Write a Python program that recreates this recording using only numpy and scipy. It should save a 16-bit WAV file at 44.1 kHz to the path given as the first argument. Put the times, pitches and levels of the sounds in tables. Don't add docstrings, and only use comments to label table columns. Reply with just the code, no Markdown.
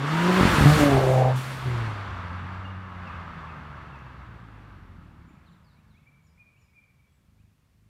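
import sys
import numpy as np
from scipy import signal
from scipy.io import wavfile

SR = 44100
rng = np.random.default_rng(int(sys.argv[2]) if len(sys.argv) > 2 else 0)


def to_wav(s):
    ch = np.atleast_2d(s).T
    pcm = np.round(np.clip(ch, -1, 1) * 32767)
    wavfile.write(sys.argv[1], SR, pcm.astype(np.int16))


def rack_gain(trim_db):
    fader = np.asarray(trim_db, float)
    return 10 ** (fader / 20)


N = 347940


def in_time(rows):
    s, *columns = np.transpose(rows)
    return [np.interp(np.arange(N) / SR, s, c) for c in columns]


def at_hz(points, hz):
    points_hz, points_db = np.transpose(points)
    return np.interp(np.log(hz), np.log(points_hz), points_db)


def window(start_s, end_s, attack_s, release_s):
    t = np.arange(N) / SR
    return np.clip((t - start_s) / attack_s, 0, 1) * np.clip((end_s - t) / release_s, 0, 1)


def rms_one(x):
    return x / np.sqrt(np.mean(x ** 2) + 1e-20)


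def drift(rate_hz):
    r = np.exp(-80 * np.pi * rate_hz / SR)
    white = rng.standard_normal(N // 40 + 2002)
    slow = signal.lfilter([1], [1, -2 * r, r * r], white)[2000:]
    return np.interp(np.arange(N) / 40, np.arange(len(slow)), rms_one(slow))


def butter(x, hz, kind, order=2):
    return signal.sosfilt(signal.butter(order, hz, kind, fs=SR, output="sos"), x)


def bands(spectrum):
    low_hz, high_hz = spectrum[0][0], spectrum[-1][0]
    edges = np.geomspace(low_hz, min(high_hz, 17000), round(3 * np.log2(high_hz / low_hz)))
    white = rng.standard_normal((2, N))
    out = []
    for k, (a, b) in enumerate(zip(edges, edges[1:])):
        hz = np.sqrt(a * b)
        out.append((hz, rack_gain(at_hz(spectrum, hz)) * butter(white[k % 2], [a, b], "band")))
    power = sum(np.mean(band ** 2) for hz, band in out)
    return [(hz, band / np.sqrt(power)) for hz, band in out]


# time_s, firings_per_s
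ENGINE_SPEED = [(0, 133), (.14, 161), (.28, 179.7), (.378, 188), (.53, 173), (.56, 149.8), (.655, 145.6),
                (.76, 153.5), (.967, 132.7), (1.24, 128), (1.377, 129), (1.51, 132), (1.63, 130),
                (1.95, 103), (2.25, 88), (2.68, 95), (3.06, 89.6), (5.3, 34)]
# time_s, level_db, fall_per_order_db
EXHAUST_EFFORT = [(0, -30.5, -8.5), (.28, -22, -9.5), (.4, -21, -6), (.658, -7.5, -5.5), (.74, -18, -6),
                  (.83, -13.5, -4.5), (.97, -14.5, -4.5), (1.02, -22, -4), (1.16, -17, -3.1),
                  (1.3, -20.5, -2.6), (1.37, -23.5, -12.5), (1.68, -26, -8.5), (1.85, -28, -9),
                  (2.0, -37, -10), (2.68, -37.5, -10.5), (3.76, -49, -4.5), (5.0, -49, -4),
                  (5.3, -61, -1.5)]
# start_s, end_s, level_db, fall_per_order_db
FIRING_CUTS = [
    (0.399, 0.659, -14.5, 3),
    (1.376, 1.661, -10.5, -20),
]
# freq_hz, gain_db
TAILPIPE = [(30, -4), (90, -0.5), (165, 1), (240, -4.5), (370, 1.5), (520, 0), (800, 2), (950, -25.5)]


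def exhaust():
    cylinder_db, paired_db = np.array([.6, -.4, -.5, .3]), 3.5
    firing_s = .6585
    uneven, uneven_coming, uneven_coast = .21, .4, .19
    abreast_s, dip_speedup_hz_s2 = .8, 750
    echo_share, echo_depth = .67, 1.3
    t, (rate,), (level_db, fall_db) = np.arange(N) / SR, in_time(ENGINE_SPEED), in_time(EXHAUST_EFFORT)
    for start_s, end_s, cut_db, duller_db in FIRING_CUTS:
        cut = window(start_s, end_s, .04, .011)
        level_db = level_db + cut_db * cut
        fall_db = fall_db + duller_db * cut

    climb_hz_s = np.where(t < abreast_s, 3000, 230)
    dip_hz = 130 + np.abs(t - abreast_s) * climb_hz_s + dip_speedup_hz_s2 * (t - abreast_s) ** 2
    behind = window(1.09, 9, .12, 1)
    coast = window(1.9, 9, .4, 1)
    spread = np.where(t < FIRING_CUTS[0][0], uneven_coming, uneven + (uneven_coast - uneven) * coast)

    turns = np.cumsum(rate) / SR
    turns += 1 - turns[round(firing_s * SR)] % 1
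    firings = np.arange(int(turns[-1]) + 2)
    draws = rng.standard_normal((2, 1000))
    strength_chance, time_chance = [spread * np.interp(turns, firings + .5, d[firings]) for d in draws]
    early_rad = .55 * time_chance
    pattern_db = np.interp(turns, firings + .5, cylinder_db[firings % 4])
    pattern_db = pattern_db + paired_db * np.sin(np.pi * turns) / 2
    out = 0
    for k in range(1, 10):
        sharp = min(k - .6, 1.9)
        strength = rack_gain(pattern_db * sharp) * (1 + strength_chance * sharp)
        road = np.abs(1 + echo_share * np.exp(1j * np.pi * k * rate / dip_hz)) / (1 + echo_share)
        coast_db = (k == 2) * 2.5 + (k > 2) * -3
        pipe_db = at_hz(TAILPIPE, k * rate) + coast * coast_db + (k == 2) * -8 * (behind - coast)
        order_level = rack_gain(level_db + fall_db * (k - 1) ** .89) * road ** echo_depth * rack_gain(pipe_db)
        wave = np.sin(k * (2 * np.pi * turns + early_rad))
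        out = out - np.sqrt(2) * order_level * strength * wave
    out = out * window(-1, 5.45, 1, .15)

    puffs = rng.standard_normal(N) * np.exp(-3 * (turns % 1))
    rasp = rms_one(butter(puffs, (430, 880), "band", order=3))
    burble = rms_one(butter(puffs, (190, 350), "band", order=3))
    out = out + rack_gain(-27) * window(.75, 1.36, .25, .07) * rasp
    return out + rack_gain(-61) * window(3.8, 5.7, .5, .5) * burble


# freq_hz, density_db_per_hz
TREAD_SPECTRUM = [(120, -33), (200, -3), (358, -9), (437, -10), (544, -7.5), (768, -8), (938, -4.5),
                  (1350, -2), (1590, -8.5), (2790, -19), (3000, -21), (3740, -25), (5190, -37),
                  (15400, -61.5)]
BALANCE_BANDS_HZ = [450, 1250, 3600, 8000, 15000]
BALANCE_DB = [
    [-7],
    [0],
    [-15],
    [-34],
    [-42],
]
# (highest abreast, lowest near 2.9 s, partly back as the roar
TYRE_PASS = [(0, -34.5, -23.5), (.08, -32, -20.5), (.33, -26, -16.5), (.62, -24.5, -13.5), (.8, -27, -9),
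             (1.0, -32, -14.5), (1.11, -36, -10), (1.34, -37.5, -21), (1.375, -39.5, -13),
             (1.54, -40.5, -12), (1.76, -37.5, -22), (2.2, -38.5, -35.5), (2.85, -44, -39.5),
             (3.15, -41, -37.5), (4.1, -48.5, -36), (5.0, -58.5, -29), (6.1, -74.5, -24), (7.6, -84.5, -26)]


def tyres():
    patchy_db, gust_db = .9, .5
    roar_db, bright_db = in_time(TYRE_PASS)
    drone_db = -7 + .24 * bright_db - .1 * roar_db
    sizzle_db = -.9 + .42 * bright_db
    shares = np.array([drone_db, 0 * roar_db, sizzle_db, bright_db, 1.3 * bright_db]) - BALANCE_DB
    out, together = 0, drift(3.3)
    for hz, band in bands(TREAD_SPECTRUM):
        weights = [np.interp(np.log(hz), np.log(BALANCE_BANDS_HZ), one) for one in np.eye(5)]
        flicker_db = gust_db * together + patchy_db * drift(12)
        out = out + band * rack_gain(roar_db + weights @ shares + 1.5 + flicker_db)
    return out


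# freq_hz, density_db_per_hz
RUMBLE_SPECTRUM = [(20, -13.5), (40, -7.5), (80, 0.5), (150, -2), (230, -13), (320, -29.5)]


def rumble():
    lumpy_db = 2.2
    gust_s, gust_db, rise_s_per_20db, fall_s_per_20db = .78, -28.5, .4, .54
    lull_s, lull_db, lull_width_s = 1.33, -13, .15
    t = np.arange(N) / SR
    road_db = -28 + .49 * in_time(TYRE_PASS)[0]
    road_db += -12 * (1 - window(.37, 9, .035, .1))
    road_db += lull_db * np.exp(-((t - lull_s) / lull_width_s) ** 2)
    slope_s = np.where(t < gust_s, rise_s_per_20db, fall_s_per_20db)
    level = rack_gain(road_db) + rack_gain(gust_db - 20 * np.abs(t - gust_s) / slope_s)
    return sum(band * level * rack_gain(3 + lumpy_db * drift(5.9)) for hz, band in bands(RUMBLE_SPECTRUM))


# freq_hz, density_db_per_hz
FLOOR_SPECTRUM = [(200, -2.5), (400, 1), (900, -5), (2600, -5.5), (3400, -9), (8000, -13.5), (15400, -16.5)]


def still_air():
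    return rack_gain(-75) * sum(band for hz, band in bands(FLOOR_SPECTRUM))


# time_s, pitch_hz, level_db
GEAR_WHINE = [(0.049, 901, -48), (.2, 946, -32.5), (.3, 1003, -35), (.4, 1060, -33.5), (.5, 1090, -41)]


def whine():
    waver_hz = 13
    hz, db = in_time([(0, 890, -52), *GEAR_WHINE, (.56, 1086, -93)])
    level = np.sqrt(2) * rack_gain(db + 1.8 * drift(25))
    return level * np.sin(2 * np.pi * np.cumsum(hz + waver_hz * drift(30)) / SR)


# time_s, peak_db, width_ms
SHIFT_POPS = [(0.4099, -6, 0.85), (0.4316, -5, 0.76), (0.4532, -6, 0.98), (0.4756, -11.5, 1.1),
              (0.496, -14.5, 1.1), (0.522, -20, 2), (0.541, -14.5, 1.5), (0.5839, -10.5, 0.83),
              (0.609, -6, 1.01), (.623, -7, 1.2), (0.638, -10.5, 1.2), (0.6492, -9, 1.5)]


def pops():
    out, t = np.zeros(N), np.arange(int(.02 * SR)) / SR
    for s, db, width_ms in SHIFT_POPS:
        x = t / (width_ms / 1000)
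        i = round(s * SR)
        out[i:][:len(t)] -= rack_gain(db) * x ** 2 * np.exp(2 - 2 * x)
        out[:i][-len(t):] += .32 * rack_gain(db) * np.exp(-x[::-1] / 2.5)
    return butter(butter(out, 25, "high", order=1), 2500, "low")


def lift_off_hiss():
    start_s, level_db, t60_s = 1.36, -48.5, .78
    t = np.arange(N) / SR - start_s
    hiss = rms_one(butter(rng.standard_normal(N), [4500, 13000], "band"))
    return rack_gain(level_db - 60 * np.abs(t) / t60_s) * (t > 0) * hiss


def shudder():
    start_s, length_s, start_hz, end_hz, level_db = 1.63, .27, 105, 25, -37
    u = np.clip((np.arange(N) / SR - start_s) / length_s, 0, 1)
    hz = start_hz + (end_hz - start_hz) * u
    return rack_gain(level_db) * np.sin(np.pi * u ** .592) * np.sin(2 * np.pi * np.cumsum(hz) / SR)


# time_s, peak_db, pitch_hz
GRIT = [
    (2.283, -46, 5000),
    (3.075, -50, 5000),
    (3.279, -31, 1250),
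    (3.335, -36, 1250),
    (3.99, -56, 6000),
    (4.487, -40, 1250),
]


def stones():
    out, t = np.zeros(N), np.arange(600) / SR
    for s, db, hz in GRIT:
        out[round(s * SR):][:len(t)] -= rack_gain(db - 60 * t * hz / 24) * np.sin(2 * np.pi * hz * t)
    return out


# start_s, length_s, start_hz, level_db
CHIP_NOTES = [
    (3.065, .034, 2800, -46),
    (3.47, .05, 2742, -53),
    (3.92, .05, 2804, -52),
]
PEEP_NOTES = [(2.645, 0.028, 2876, -47), (2.71, 0.023, 2850, -58), (3.02, .02, 2800, -60),
              (3.14, .031, 2780, -63), (3.49, .046, 2740, -65), (3.98, 0.035, 2738, -63),
              (5.2, 0.048, 2300, -72), (6.13, 0.097, 2334, -71), (6.3, 0.62, 2345, -74),
              (6.33, 0.036, 2330, -73), (6.47, .07, 2344, -70), (6.885, 0.029, 2365, -72),
              (6.92, .2, 2340, -80.5), (6.99, .02, 2345, -70), (7.07, 0.064, 3435, -80),
              (6.28, .05, 5120, -79), (6.632, .05, 5120, -80)]
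SEEP_NOTES = [
    (5.26, .1, 7150, -81),
    (5.48, .1, 7270, -81),
    (6.23, .07, 7020, -77),
    (6.58, .07, 7020, -76.5),
    (7.11, .078, 7800, -83),
]
SWOOP_NOTES = [
    (5.455, .058, 4700, -68),
    (5.64, .1, 5250, -72.5),
    (5.875, .088, 4950, -72.5),
]
DROP_NOTES = [
    (6.265, .018, 6050, -73),
    (6.612, .022, 6150, -73),
]
SLUR_NOTES = [
    (5.28, .04, 2250, -73),
    (5.35, .05, 2150, -72),
    (5.74, .08, 2174, -72),
    (5.93, .07, 2160, -69),
    (6.55, .038, 2400, -66),
    (7.37, .06, 2300, -73),
]
# start_s, length_s, start_hz, level_db
PIPED_ACCENTS = [
    (6.068, .034, 2320, -57),
    (6.385, .06, 2503, -54),
    (6.745, .065, 2480, -58.5),
    (6.828, .03, 2360, -64.5),
]


def songs():
    species = [(.88, 1.1, CHIP_NOTES), (.96, 1.05, PEEP_NOTES), (.992, .8, SEEP_NOTES),
               (.66, .75, SWOOP_NOTES), (.84, .8, DROP_NOTES), (1.31, 2, SLUR_NOTES)]
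    pipe_hz, flick_s, flick_hz, flick_db = 2335, .014, 1900, -7
    notes = []
    for glide, bend, rows in species:
        notes += [(s, length_s, hz, hz * glide, db, bend) for s, length_s, hz, db in rows]
    for s, length_s, hz, db in PIPED_ACCENTS:
        notes.append((s, length_s, hz, pipe_hz, db, .45))
        notes.append((s - .85 * flick_s, flick_s, flick_hz, hz, db + flick_db, .7))
    return notes


def birds():
    echo_db, t60_s, flutter_db, waver_hz = -8, .9, 2.5, 25
    out, flutter, waver = np.zeros(N), rack_gain(flutter_db * drift(31)), waver_hz * drift(58)
    for s, length_s, start_hz, end_hz, db, bend in songs():
        u = np.arange(int(length_s * SR)) / (length_s * SR)
        span = slice(round(s * SR), round(s * SR) + len(u))
        hz = start_hz + (end_hz - start_hz) * u ** bend + waver[span]
        level = rack_gain(db - .5) * flutter[span] * np.sin(np.pi * u ** 1.03) ** .5
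        out[span] += level * np.sin(2 * np.pi * np.cumsum(hz) / SR)
    t = np.arange(SR) / SR
    trunks = rng.standard_normal(SR) * rack_gain(3.6 * drift(40)[:SR] - 60 * t / t60_s) * (t > .015)
    trunks = butter(trunks, 5500, "low")
    return out + rack_gain(echo_db) * signal.fftconvolve(out, trunks / np.linalg.norm(trunks))[:N]


# settled_db, extra_at_stop_db, swell_db
SILENCER_LEVELS = [
    (-64, -3, 6.5),
    (-67, 11, 4.5),
]


def idle():
    silencer = (88, 60), (155, 70)    # pitch_hz, width_hz
    from_s, beat_s = 5, 7.322
    firings_per_s, extra_per_s, rate_settle_s, level_settle_s = 26, 4, .3, .7
    hunt_peak_s, hunt_period_s = 7.4, .504
    t = np.arange(N) / SR
    since = np.maximum(t - from_s, 0)
    turns = 2 * np.cumsum(firings_per_s + extra_per_s * np.exp(-since / rate_settle_s)) / SR
    turns = np.floor(turns - turns[round(beat_s * SR)])
    at = np.flatnonzero(np.diff(turns)) + 1
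    clicks, out = np.zeros(N), 0
    clicks[at] = rack_gain(2.2 * rng.standard_normal(600)[:len(at)])
    clicks[at] *= rack_gain(-9 * (turns[at] % 2))
    hunt = np.cos(2 * np.pi * (t - hunt_peak_s) / hunt_period_s) * np.minimum(since, 1)
    for (hz, width_hz), (level_db, extra_db, swell_db) in zip(silencer, SILENCER_LEVELS):
        r = np.exp(-np.pi * width_hz / SR)
        poles = [1, -2 * r * np.cos(2 * np.pi * hz / SR), r * r]
        thuds = signal.lfilter([1, -1], poles, -clicks + 1e-18)
        thuds = rms_one(butter(thuds, 1.45 * hz, "low", order=4))
        out = out + rack_gain(level_db + extra_db * np.exp(-since / level_settle_s) + swell_db * hunt) * thuds
    out = out * rack_gain(-11 * window(6.22, 7.2, .06, .03))
    return out * window(from_s - .3, 9, .3, .1)


def scene():
    engine = exhaust() + whine() + pops() + lift_off_hiss() + shudder() + idle()
    road = tyres() + rumble() + stones()
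    return (engine + road + birds() + still_air())[None]


def low_pass(x):
    return signal.sosfilt(signal.butter(12, 15590, fs=SR, output="sos"), x)


def record(dry):
    mix = butter(dry, 38, "high")
    return low_pass(mix)


dry = scene()
out = record(dry)
to_wav(out)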